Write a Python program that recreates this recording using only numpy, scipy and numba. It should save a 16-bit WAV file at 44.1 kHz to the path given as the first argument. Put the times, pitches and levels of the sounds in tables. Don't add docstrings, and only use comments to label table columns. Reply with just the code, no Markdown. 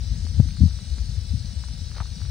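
import sys
import numpy as np
from scipy import signal
from scipy.fft import rfft, irfft, next_fast_len
from scipy.io import wavfile
from scipy.ndimage import uniform_filter1d, map_coordinates
from numba import njit

SR = 44100
rng = np.random.default_rng(int(sys.argv[2]) if len(sys.argv) > 2 else 0)


def how_loud(loudness_db):
    steps = np.asarray(loudness_db, float) / 20
    return 10 ** steps


def wav_record(signal):
    frames = np.transpose(np.atleast_2d(signal))
    bounded = np.clip(frames, -1, 1)
    quanta = np.round(bounded * 32767).astype(np.int16)
    wavfile.write(sys.argv[1], SR, quanta)


N = 101430


def ramp(table, x):
    points, values = np.transpose(table)
    return np.interp(x, points, values)


def unit(x):
    return x / np.sqrt(np.mean(x ** 2, axis=-1, keepdims=True))


def colour(x, table):
    size = next_fast_len(N)
    log_hz = np.log(np.arange(size // 2 + 1) * SR / size + 1)
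    hz, db = np.transpose(table)
    gain = how_loud(np.interp(log_hz, np.log(hz), db))
    return irfft(rfft(x, size) * gain, size)[..., :N]


@njit
def svf(x, hz, width):
    out, band, low = np.empty(len(x)), 0., 0.
    for i in range(len(x)):
        g = np.tan(np.pi * hz[i] / SR)
        damping = width / hz[i]
        v = (band + g * (x[i] - low)) / (1 + g * (g + damping))
        band = 2 * v - band
        low = low + 2 * g * v
        out[i] = damping * v
    return out


def resonate(x, hz, width):
    centre = np.ones(len(x)) * hz
    return svf(svf(x, centre, float(width)), centre, float(width))


def walk(rate):
    at = np.arange(0, N + 64, 64)
    wander = map_coordinates(rng.standard_normal(400), [at * rate / SR], mode="mirror")
    return np.interp(np.arange(N), at, wander)


def clicks(rate, spread_db):
    chance, sign, size = rng.random((3, N))
    return (chance < rate / SR) * np.sign(sign - .5) * how_loud(-spread_db * np.log(size + 1e-9))


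# frequency in Hz, level in dB per Hz.
AIR_COLOUR = [(250, -2.5), (500, 2), (1100, -7.5), (1600, -2), (2600, -4), (5000, -4), (10000, -11),
              (11000, -63)]


def air():
    alike = 0.71
    noise = rng.standard_normal((3, N))
    mixed = np.sqrt(alike) * noise[0] + np.sqrt(1 - alike) * noise[1:]
    lean_db = np.array([[1.2], [-1.2]])
    return unit(colour(mixed, AIR_COLOUR)) * how_loud(-53.5 + lean_db + .4 * walk(3.74))


# start in seconds, peak in dB, pitch in Hz, pan to the left in dB.
TICKS = [(0.267, -38, 1050, -3), (0.251, -42, 360, 0), (.488, -39, 1500, -3.5), (.489, -42, 2400, 0),
         (.507, -38.5, 2100, 1), (.57, -44, 1316, 4), (.68, -45, 600, 6), (0.71, -42, 1280, 0),
         (0.789, -40.5, 1270, 4), (0.981, -44.5, 444, 8), (0.985, -42.5, 1600, 1.5),
         (1.638, -37, 1290, 1.5), (1.685, -43, 1090, 2), (1.916, -38, 1470, -1.5), (1.948, -43, 1310, -3),
         (1.953, -41, 1700, -2), (1.9655, -36.5, 970, 1), (1.97, -40, 520, 4), (1.974, -46, 1500, 0),
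         (2.005, -38, 475, 4), (2.022, -36, 800, 0), (2.031, -47, 1000, -2), (2.0029, -25, 1150, -.5),
         (2.0068, -29, 850, 0), (1.982, -33, 1050, -1), (2.012, -37, 1260, 21), (2.017, -46, 1500, -3),
         (2.056, -41, 1170, 3.5), (2.063, -46, 1310, -6), (2.217, -38.5, 1040, 5), (2.252, -40.5, 1070, -1),
         (2.296, -50.5, 495, 2)]
# start in seconds, length in seconds, level in dB.
CRUNCHES = [
    (1.955, .05, -47.5),
    (2.2, 0.032, -53.5),
    (2.2, 0.11, -72),
]


def ground(t):
    tick_t60, tail_t60, tail_db = .006, .024, -12
    out = np.zeros((2, N + 4096))
    age = np.arange(4096) / SR
    for at, db, hz, pan_db in TICKS:
        decay = how_loud(-60 * age / tick_t60) + how_loud(tail_db - 60 * age / tail_t60)
        push = rng.standard_normal(len(age)) * decay
        snap = 9 * (age == 0)
        tick = resonate(push + snap, hz, .8 * hz)
        pan = np.array([[pan_db], [-pan_db]]) / 2
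        out[:, int(at * SR):][:, :len(age)] += tick / np.abs(tick).max() * how_loud(db + pan)
    out = out[:, :N]
    for at, length, db in CRUNCHES:
        grit = unit(resonate(clicks(610, 2.5), 1150, 1600))
        out += grit * how_loud(db) * np.sin(np.pi * np.clip((t - at) / length, 0, 1))
    return out


# time in seconds, level in dB.
WIND_LEVEL = [(0, -28.5), (.35, -27), (.45, -26), (.57, -31), (.7, -26), (.85, -33), (1.05, -31),
              (1.2, -30), (1.45, -31), (1.6, -34), (1.8, -31.5), (2.0, -34), (2.3, -31.5)]
# frequency in Hz, level in dB per Hz.
WIND_COLOUR = [(28, -23.5), (44, -1.5), (60, 6), (90, -2.5), (150, -9), (250, -23.5), (320, -41),
               (600, -62.5)]
# centre in seconds, peak in dB, pitch in Hz, length in seconds.
THUMPS = [(0.076, -20, 86, 0.014), (0.236, -17, 83.6, 0.022), (0.298, -15.5, 79, 0.019),
          (0.3894, -8, 88.3, 0.012), (.3965, -23, 247, 0.0023), (0.4014, 2, 122, 0.0031),
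          (0.4094, -3, 88, 0.0045), (0.433, -12, 74.3, .008), (0.447, -13, 72.4, 0.0063),
          (.609, -13.5, 207, 0.0036), (.6197, -3.5, 112, .005), (.6365, -5.5, 180, .0038),
          (.6305, -18, 120, .003), (0.645, -6, 84.7, 0.03), (0.659, -10.5, 159.4, 0.0071),
          (0.934, -14, 67.7, 0.02), (1.016, -14.5, 66.2, 0.014), (1.097, -14.5, 101, 0.0064),
          (1.184, -14, 85.6, 0.013), (1.315, -13, 81, 0.016), (1.34, -19.5, 187, 0.0052),
          (1.353, -12, 97.5, 0.01), (0.46, -29.5, 227, 0.0038), (0.6176, -10, 72.3, 0.013),
          (0.593, -15.5, 128, .006), (1.135, -22, 62.5, 0.032), (1.5736, -17, 80, 0.011),
          (1.667, -19.5, 64.5, 0.0088), (1.83, -20.5, 84.4, 0.022), (2.0178, -18.5, 80, 0.012),
          (2.008, -17.5, 96, 0.0034), (0.183, -23, 159, 0.0064), (0.713, -20.5, 70, .012),
          (.745, -17, 60, .012), (0.778, -20, 70, 0.0068), (1.278, -21.5, 55, 0.0089),
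          (1.407, -19.5, 80, .01), (1.489, -20, 75, .009), (1.87, -18.5, 65, 0.0067),
          (1.819, -32.5, 195, 0.0052), (.25, -26.5, 196, 0.0037), (0.831, -22.5, 109, .005),
          (1.226, -18, 63.8, 0.016), (1.45, -22.5, 146, 0.005), (1.537, -31.5, 198, .006),
          (1.74, -24, 136, 0.0039), (2.17, -26, 159, 0.007), (0.983, -32.5, 196, 0.0041),
          (2.234, -20, 88.5, 0.013), (2.296, -15.5, 86.2, 0.014)]
# frequency in Hz, gain in dB.
PORT = [(15, -30), (35, -9), (55, 0), (20000, 0)]
# frequency in Hz, gain in dB.
WIND_RIGHT = [(30, -4), (70, -10.5), (150, -12.5), (300, -5)]


def wind(t):
    turbulence = rng.standard_normal((2, N)) * how_loud(1.5 * walk(25.66))
    eddies = unit(colour(turbulence, WIND_COLOUR)) * how_loud(ramp(WIND_LEVEL, t) + 4)
    thumps, calm, gust = 0, 1, 0
    for at, db, hz, length in THUMPS:
        swell = how_loud(db) * np.exp(-((t - at) / length) ** 2)
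        thumps = thumps - swell * np.cos(2 * np.pi * hz * (t - at))
        gust = gust + swell
        calm = calm * (1 - 0.47 * np.exp(-((t - at) / (length + 0.0041)) ** 2))
    hiss = unit(resonate(rng.standard_normal(N), 400, 260))
    left = colour(thumps, PORT) + calm * eddies[0] + how_loud(-48.5) * gust * hiss
    right = colour(left, WIND_RIGHT) + how_loud(-29) * eddies[1]
    return np.array([left, right])


# ring in Hz, width in Hz, left level in dB, right level in dB.
SEGMENTS = [(3006, 61, -63.5, -121.5), (3280, 2200, -109, -61), (3918, 520, -67, -57.5),
            (4205, 705, -51, -55), (4660, 880, -46.5, -72), (4680, 1500, -94.5, -63), (5460, 320, -49, -96),
            (6040, 1370, -53, -99), (5740, 820, -93, -50.5), (6890, 580, -62, -91), (7750, 1400, -95, -65),
            (7940, 1370, -86, -61), (9470, 910, -75.5, -102), (9920, 1800, -69, -102)]
# delay in seconds, level in dB, sway of the delay in seconds.
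ECHOES = [
    (.0021, -8, .0001),
    (.0047, -8, .00012),
    (.0083, -10, .00012),
]
# time in seconds, level in dB.
EFFORT = [(0, 1), (.4, 1.3), (.8, 1.1), (1.2, 0.9), (1.6, 1.3), (2.0, 1), (2.3, 1)]


def rattle(t):
    shake_hz = 65.5 * (1 + 0.054 * walk(7.04))
    phase = 2 * np.pi * np.cumsum(shake_hz) / SR
    clacks_per_s = 2500
    shared = 0.85
    whole = clicks(clacks_per_s, 0)
    out = np.zeros((2, N))
    for k, (hz, width, left_db, right_db) in enumerate(SEGMENTS):
        centre = hz * (1 + .012 * walk(4.81))
        swing = 1 + 0.047 * np.cos(phase + .5 * k)
        push = np.sqrt(shared) * whole + np.sqrt(1 - shared) * clicks(clacks_per_s, 0)
        ring = unit(resonate(push * swing, centre, 1.08 * width))
        ring = ring * how_loud(.3 * walk(0.33) + .3 * walk(20))
        out += ring * how_loud(np.array([[left_db], [right_db]]))
    heard = out
    for delay, db, sway in ECHOES:
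        at = [(t - delay - sway * walk(3)) * SR]
        heard = heard + how_loud(db) * np.array([map_coordinates(v, at, mode="mirror") for v in out])
    return heard * how_loud(ramp(EFFORT, t) - 2.5)


def scene():
    t = np.arange(N) / SR
    return rattle(t) + wind(t) + ground(t) + air()


# frequency in Hz, share of the time lost.
DROPS = [(1500, .001), (3000, .02), (5700, .03), (6500, .28), (7900, .28), (8100, .05), (9900, .12),
         (10500, .9), (11500, .5), (14600, .35), (15000, .001)]


def dropouts(x):
    mid_side = np.array([x[0] + x[1], x[0] - x[1]]) / 2
    f, _, z = signal.stft(mid_side, SR, nperseg=1024, noverlap=768)
    hold = int(.06 * SR / 256)
    field = rng.standard_normal((2, 129, z.shape[2]))
    field = uniform_filter1d(field, hold, axis=2) * np.sqrt(hold)
    field = np.repeat(field, 4, axis=1)[:, :len(f)]
    lost = np.clip(ramp(DROPS, f), .001, .99)
    edge = np.log(1 / lost - 1) / 2.08
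    kept = z / (1 + np.exp(6 * (field - edge[:, None])))
    mid, side = signal.istft(kept, SR, nperseg=1024, noverlap=768)[1][:, :N]
    return np.array([mid + side, mid - side])


def band_limit(x):
    return signal.sosfilt(signal.butter(12, 17110, fs=SR, output="sos"), x)


# frequency in Hz, level in dB per Hz.
HISS = [(10800, -40), (11050, -8), (12850, -6), (13000, -45), (14400, -45), (14600, -8), (15720, 4),
        (15800, -45)]


def record(dry):
    f = np.arange(N // 2 + 1) * SR / N
    roll_off = how_loud(-4.5 * np.maximum(f - 9480, 0) / 1000)
    split = np.where(f > 8000, [[1], [-how_loud(7.5)]], 1)
    mid, side = unit(colour(rng.standard_normal((2, N)), HISS))
    hiss = how_loud(-72) * (mid + how_loud(-8) * side * np.array([[1], [-1]]))
    mix = dropouts(irfft(rfft(dry) * roll_off * split, N) + hiss)
    return band_limit(np.clip(mix, -1, 1))


dry = scene()
out = record(dry)
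wav_record(out)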